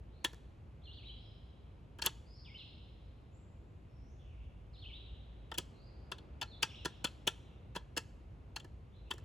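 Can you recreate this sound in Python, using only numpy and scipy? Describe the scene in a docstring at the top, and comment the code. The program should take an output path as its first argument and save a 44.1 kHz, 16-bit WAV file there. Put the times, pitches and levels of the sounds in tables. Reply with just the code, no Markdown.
"""A woodpecker chisels a stacked timber wall a few metres away, at the edge of a wood.
Each blow is an impact: fibres fracture for some milliseconds, exciting the damped modes of the beams
and radiating splinter noise. Far-off songbirds whistle gliding tones that the trees scatter into
reverberation. Beneath lie the rumble of distant traffic and a faint hiss, heard in stereo."""
import sys
import numpy as np
from scipy import signal
from scipy.fft import rfft, irfft, next_fast_len
from scipy.io import wavfile
from scipy.ndimage import map_coordinates

SR = 44100
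rng = np.random.default_rng(int(sys.argv[2]) if len(sys.argv) > 2 else 0)


def generate_wav(signal):
    """Clip the signal to [-1, 1] and save it as 16-bit WAV at the path in sys.argv[1]."""
    frames = np.transpose(np.atleast_2d(signal))
    scaled = np.clip(frames, -1, 1) * 32767
    pcm = np.round(scaled).astype(np.int16)
    wavfile.write(sys.argv[1], SR, pcm)


N = 407484

# blows of the bill: t/s, strength/dB, heft/dB (thud), breadth/dB (knock and click), edge/dB (splinter),
# tip/dB (tick), entry/ms (soft push before the bite), crunch length/ms
BILL_BLOWS = [(0.2471, -7.5, -6.5, -2, -3, -18.5, 4, 0.84), (0.331, -44.5, 17.5, 0.5, 6.5, -10, 0.72, 3),
              (1.987, -31, 5.5, 3.5, -8, -13, 1.1, 11), (2.0214, -20, -14, 8, 4.5, -18, 3.7, 1.4),
              (2.038, -19.5, 1, -1, -3, -21.5, 0.9, 22), (2.062, -8.5, -6.5, -4.5, 0.5, 4.5, 5.5, 7),
              (5.516, -23, 2.5, 5, -9.5, -26, 0.91, 2.6), (5.542, -30.5, 1.5, -1, -0.5, -15, 1.5, 5.6),
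              (5.583, -14, -2, -5.5, 3, 1, 6, 2.8), (6.117, -18.5, -2, 1.5, -6, -33, 1.2, 4.5),
              (6.183, -39, -9, 3, -4, -34, 0.65, 2.4), (6.415, -15, -12, 5, -7.5, -31, 2.1, 2.1),
              (6.426, -18.5, -8.5, 6, -7, -27, 0.6, 2.2), (6.629, -9, -8, 4, 0.5, -8, 5.6, 3.7),
              (6.855, -18, 5.5, 1.5, 3, -27.5, 6.9, 4.2), (7.044, -13.5, 0.5, 1, 3, -37, 2.06, 5.7),
              (7.071, -24.5, -8, -8.5, -14, -25.5, 0.79, 3.8), (7.274, -6.5, -1, -6.5, -2, -11, 4.5, 3.9),
              (7.759, -19, 4.5, 2, -3.5, -35, 9.4, 7.5), (7.974, -16, 2.5, 3.5, 5, -17, 8.6, 4),
              (8.5625, -22, -5, 5.5, 1, -38, 3.04, 2.2), (8.599, -35, -10.5, -4, -1.5, -22, 0.6, 3.6),
              (8.645, -46.5, 19, 3.5, 6, -22, 0.61, 4.3), (9.111, -13, -5.5, -4, -7, -36, 5, 0.97),
              (9.137, -40, 16, -8, 6.5, -18, 0.56, 3), (9.181, -48, 11.5, 5.5, 9, -8, 0.86, 1.9)]
# timber modes in four families (thud, knock, clack, click): f/Hz, level/dB, T60/s, left minus right/dB
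TIMBER_MODES = [
    [(357.5, -4, 0.033, -1), (435.4, -4, 0.026, -0.5), (157, -7.5, 0.044, 0)],
    [(931, 2.5, 0.023, 0), (1278, -4, 0.046, -3.5), (1367, -1.5, 0.048, 5.5), (1711, 3, 0.043, -2.5)],
    [(2706, -1, 0.026, 6), (3092, 1, 0.021, 11), (3369, 2, 0.035, 1)],
    [(4388, 2.5, 0.022, 4), (5130, -4, 0.013, 8.5), (5930, -7, 0.029, -6)],
]
# excitation of each family: gain/dB, weight of heft, weight of breadth, weight of edge
FAMILY_DRIVE = [(2, 0.94, 0.24, 0.3), (-2, 0.45, 0.93, 0.02), (0, -0.23, 0.066, 0.31),
                (-5, -0.11, 0.86, 0.79)]
# splinter noise: f/Hz, relative spectral level/dB
SPLINTER_SPECTRUM = [(500, -24.5), (1500, -7), (4500, -0.5), (6000, 2.5), (7300, 3), (9000, -0.5),
                     (11000, -3), (15000, -16)]
# singers: distance/dB (less direct sound, more echo), notes;
# each note: start t/s, end t/s, start f/Hz, middle f/Hz, end f/Hz, level/dB
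SONGS = [ (3.2, [(0.818, 0.836, 3700, 3263, 3130, -71), (0.837, 0.86, 3900, 4190, 3930, -62.5),
         (0.853, .936, 3650, 2776, 4640, -58), (0.972, 0.999, 3600, 3102, 2520, -58.5),
         (1.03, 1.053, 2150, 2730, 3850, -59.5), (1.056, 1.087, 3770, 3906, 4130, -55),
         (1.08, 1.12, 3500, 3080, 3520, -53), (2.447, 2.475, 3750, 2976, 2420, -59.5),
         (2.476, 2.533, 2450, 2166, 2270, -57.5), (2.541, 2.57, 2620, 3010, 3010, -52),
         (2.566, 2.58, 3050, 3666, 4400, -61), (2.58, 2.626, 4300, 3143, 2660, -54.5),
         (4.734, 4.768, 4400, 3810, 2690, -65), (4.772, 4.805, 3400, 4300, 4370, -64.5),
         (4.817, 4.85, 3800, 3166, 2530, -55.5), (4.85, 4.879, 2650, 2905, 3270, -51.5),
         (4.878, 4.915, 3250, 2480, 2270, -59), (4.914, 4.971, 2600, 3567, 3890, -54),
         (6.467, 6.494, 3900, 4270, 4120, -63.5), (6.505, 6.56, 4370, 3590, 3430, -59),
         (6.691, 6.722, 3620, 2920, 2200, -55.5), (6.735, 6.763, 2524, 3020, 3900, -55.5),
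         (6.765, 6.825, 3350, 2950, 2600, -59.5)]), (8, [(0.074, 0.205, 2980, 4220, 4160, -82.5),
         (1.13, 1.3, 4500, 5180, 4580, -87), (3.882, 4.13, 5540, 5540, 6650, -91.5),
         (4.18, 4.275, 3750, 2655, 2960, -75), (4.278, 4.42, 2900, 2257, 3300, -74),
         (4.723, 4.755, 4800, 5210, 4900, -81.5), (5.72, 5.88, 4200, 4500, 5040, -80),
         (6.668, 6.72, 4800, 5350, 5700, -75.5), (7.42, 7.555, 4000, 2710, 2155, -76),
         (8.92, 8.964, 2920, 3770, 3920, -76), (9.055, 9.095, 2650, 2770, 3300, -68.5)]),
         (6, [(2.25, 2.295, 4300, 4930, 5040, -75), (2.292, 2.36, 5150, 5190, 5190, -69),
         (2.35, 2.435, 4070, 4827, 5110, -70), (3.315, 3.355, 6670, 7200, 7800, -85.5)])]
# traffic, leaves and microphone hiss: f/Hz, relative spectral level/dB, channel coherence (0-1)
BACKGROUND_SPECTRUM = [(20, -30, .95), (38.6, -15, 0.88), (54.6, 2, 0.98), (83.3, -3.5, 1),
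                       (112.5, -6, 0.94), (192, -16, 0.83), (470, -23.5, 0.6), (1070, -32, 0),
                       (1750, -39.5, 0.11), (2692, -40, 0.93), (5150, -54, 0.09), (6870, -58, 1),
                       (11600, -61.5, .95), (13730, -81, 0.25)]
# swells, each taken about its mean: t/s, deep rumble/dB, upper rumble/dB, tyre and leaf hiss/dB
TRAFFIC_SWELLS = [(0.0, -60.5, -61, -79), (3.55, -60, -61.5, -79.5), (4.55, -55, -62.5, -79.5),
                  (6.28, -61.5, -60, -75.5), (8.98, -59.5, -61.5, -79.5), (9.24, -58.5, -60.5, -77)]
# microphone ports: f/Hz, phase lead of left over right/cycles
PORT_PHASE = [(100, -.02), (700, .08), (2500, .11), (4500, .03), (7200, .0), (9050, -.5), (11100, -1.0),
              (13050, -1.5), (15400, -2.03)]


def woodpecker(lead_s=.02, grain_db=3.0):
    """Impact excitation: each blow rings the timber, sheds splinters and echoes off the surroundings."""
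    direct, to_echo = np.zeros((2, N)), np.zeros(N)
    t = np.arange(4096) / SR
    since_bite, rattle = t - lead_s, flutter(320)
    for s, blow_db, heft_db, breadth_db, edge_db, tip_db, entry_ms, crunch_ms in BILL_BLOWS:
        start_s = s - lead_s
        since_crunch = np.maximum(since_bite - crunch_ms / 1000, 0)
        snaps = rng.standard_normal(len(t)) * undb(grain_db * rng.exponential(size=len(t)))
        # the bill pushes softly through rotten fibres before it bites sound wood
        entry = undb(-11.5) * np.exp(np.minimum(since_bite + entry_ms / 1000, 0) / 0.00016)
        crunch = snaps * np.where(since_bite < 0, entry, np.exp(-since_crunch / 0.0022))
        crunch[int(lead_s * SR)] = undb(19)  # the hard first snap of the bite
        for modes, (family_db, by_heft, by_breadth, by_edge) in zip(TIMBER_MODES, FAMILY_DRIVE):
            drive_db = blow_db + family_db + by_heft * heft_db + by_breadth * breadth_db
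            drive_db += by_edge * edge_db
            for hz, db, t60, pan_db in modes:
                ring = timber_mode(crunch, t, hz, t60, rattle)
                ring *= undb(drive_db + db + 2.5 * rng.standard_normal())
                add(direct, start_s, undb(opposed(pan_db / 2)) * ring)
                # the crack radiates all round and feeds the echoes; the after-ring hardly does
                add(to_echo, start_s, ring[0] * np.exp(-since_crunch / 0.0083))
        chips = undb(blow_db + edge_db) * splinters(crunch, since_bite)
        tick = undb(blow_db + tip_db) * bill_tick(snaps, since_bite)
        add(direct, start_s, chips + tick)
        add(to_echo, start_s, 1.09 * chips)
    return direct + undb(-7.5) * ground_scatter(to_echo)


def timber_mode(force, t, hz, t60, rattle):
    """Forced vibration: a mode's response is the force convolved with a damped sinusoid."""
    # each mode radiates from its own stretch of wall, so it reaches the ports out of phase
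    skew = opposed(min(hz / 12000, .3) * rng.standard_normal())
    detuned_hz = hz * (1 + .022 * rng.standard_normal())
    envelope = 1000 ** (-t / t60) * (1 - np.exp(-t * hz / 2))
    impulse_response = np.sin(2 * np.pi * detuned_hz * t + skew) * envelope
    ring = signal.fftconvolve(force[None], impulse_response, axes=1)[:, :len(t)]
    # cracked, loosely stacked wood rattles as it rings
    return unit_energy(ring * (1 + .45 * rattle[rng.integers(N - len(t)):][:len(t)]))


def splinters(crunch, since_bite):
    """Fracture radiates broadband noise; loose chips crackle briefly after the crunch."""
    crackle = .25 * rng.standard_normal(len(crunch)) * undb(4.5 * rng.exponential(size=len(crunch)))
    chips = crunch + crackle * 1000 ** (-since_bite / .05) * (since_bite > 0)
    return unit_energy(colour(chips, lambda hz: undb(along(SPLINTER_SPECTRUM, hz))))


def bill_tick(snaps, since_bite):
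    """Brief contact gives high frequencies: the hard tip ticks as it bites."""
    contact = snaps * (since_bite > 0) * np.exp(-np.abs(since_bite) / 0.00033)
    return unit_energy(colour(contact, lambda hz: 1 - lowpass(hz, 5800)))


def ground_scatter(sound):
    """Scattering off grass and leaves blurs the pitches of a blow."""
    tail = echoes(sound, t60=(.09, .7), late_db=-21.5, onset_s=0.00066, coherence=0.92)
    blurred = doppler_blur(tail, delay_s=30e-6, rate_hz=400)
    return colour(blurred, lambda hz: hz / (hz + 200) / (1 + (hz / 8900) ** 2))


def songbirds(throat_hz=2400, trill_hz_per_db=18, directivity=0.32):
    """Frequency modulation: near-pure whistles glide along parabolas and reverberate in the wood."""
    direct, to_echo, trill = np.zeros(N), np.zeros(N), flutter(90)
    for distance_db, song in SONGS:
        for s, end_s, start_hz, middle_hz, end_hz, db in song:
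            u = np.linspace(0, 1, int((end_s - s) * SR))
            hz = start_hz * (1 - u) * (1 - 2 * u) + middle_hz * 4 * u * (1 - u) + end_hz * u * (2 * u - 1)
            # far singers warble more, and the throat passes low pitches poorly
            hz += trill_hz_per_db * distance_db * trill[int(s * SR):][:len(u)]
            envelope = undb(db) * np.sin(np.pi * u) ** 0.18 / np.sqrt(1 + (throat_hz / hz) ** 8)
            note = np.sqrt(2) * envelope * np.sin(2 * np.pi * np.cumsum(hz) / SR)
            add(direct, s, note * undb(-distance_db))
            # quick glides feed the echo more than held pitches
            glide = np.abs(np.gradient(hz)) * SR / 77000 + 0.042
            # loud notes are partly loud because the bill points this way; the wood receives less
            echo_db = distance_db - directivity * max(db + 55.5, 0)
            add(to_echo, s, note * undb(echo_db) * np.sqrt(glide) * hz / 3000)
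    trees = echoes(to_echo, t60=(.5, 1.6), late_db=0.5, onset_s=0.009, coherence=0.59)
    near_branches = undb(-3) * echoes(direct, t60=(.06, .06), late_db=0, onset_s=.002, coherence=.9)
    return direct + near_branches + doppler_blur(trees, delay_s=45e-6, rate_hz=70)


def echoes(x, t60, late_db, onset_s, coherence):
    """Diffuse scattering from trunks and ground: a noise tail with early and late decay times, T60/s."""
    t = np.arange(int(1.6 * SR)) / SR
    shared, own = rng.standard_normal(len(t)), rng.standard_normal((2, len(t)))
    fade = (1 - np.exp(-t / onset_s)) * (1000 ** (-t / t60[0]) + undb(late_db) * 1000 ** (-t / t60[1]))
    tail = (np.sqrt(coherence) * shared + np.sqrt(1 - coherence) * own) * fade
    return signal.fftconvolve(x[None], np.sqrt(2) * unit_energy(tail), axes=1)[:, :N]


def doppler_blur(stereo, delay_s, rate_hz):
    """Doppler broadening: moving leaves vary the delay of the sound that they scatter."""
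    positions = np.arange(N) + delay_s * SR * flutter(rate_hz)
    return np.array([map_coordinates(port, [positions], mode="mirror") for port in stereo])


def traffic_and_leaves(level_db=-52.5):
    """Many random sources sum to partly coherent noise; its bands swell as traffic comes and goes."""
    def noise(sign):
        return colour(rng.standard_normal(N), lambda hz: undb(along(BACKGROUND_SPECTRUM, hz))
                      * np.sqrt(1 + sign * along(BACKGROUND_SPECTRUM, hz, column=2)))
    mid, side = noise(1), noise(-1)
    bed = mid + opposed(side)
    bed *= undb(level_db) / np.std(bed)
    s, *swells = np.transpose(TRAFFIC_SWELLS)
    deep_db, upper_db, hiss_db = (np.interp(np.arange(N) / SR, s, db - db.mean()) for db in swells)
    deep = colour(bed, lambda hz: lowpass(hz, 85))
    low = colour(bed, lambda hz: lowpass(hz, 300))
    top = colour(bed, lambda hz: 1 - lowpass(hz, 4000))
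    return deep * undb(deep_db) + (low - deep) * undb(upper_db) + (bed - low - top) * undb(hiss_db) + top


def flutter(rate_hz):
    """Low-pass noise of unit variance."""
    wobble = colour(rng.standard_normal(N), lambda hz: np.exp(-(hz / rate_hz) ** 2))
    return wobble / np.std(wobble)


def undb(db):
    return 10 ** (np.asarray(db) / 20)


def unit_energy(x):
    return x / np.sqrt(np.sum(x ** 2))


def lowpass(hz, corner_hz):
    return 1 / (1 + (hz / corner_hz) ** 4)


def opposed(x):
    """Left +x, right -x."""
    return x * np.array([[1], [-1]])


def along(table, hz, column=1):
    """Interpolation of a table column in log frequency."""
    rows = np.array(table)
    return np.interp(np.log(hz + 1), np.log(rows[:, 0]), rows[:, column])


def colour(x, gain):
    """Linear filtering: the spectrum is multiplied by gain(f/Hz)."""
    size = next_fast_len(x.shape[-1])
    return irfft(rfft(x, size) * gain(np.fft.rfftfreq(size, 1 / SR)), size)[..., :x.shape[-1]]


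def add(out, s, sound):
    """Superpose a sound at s seconds."""
    at = int(s * SR)
    out[..., at:at + sound.shape[-1]] += sound[..., :N - at]


def scene():
    """Superposition: the pressures of woodpecker, singers and background add."""
    return woodpecker() + songbirds() + traffic_and_leaves()


def record(dry):
    """The two ports differ in phase with frequency; a low-pass filter limits the band to 16.7 kHz."""
    ports = colour(dry, lambda hz: np.exp(1j * np.pi * opposed(along(PORT_PHASE, hz))))
    return signal.sosfilt(signal.ellip(10, .2, 70, 16700, fs=SR, output="sos"), ports)


dry = scene()
out = record(dry)
generate_wav(out)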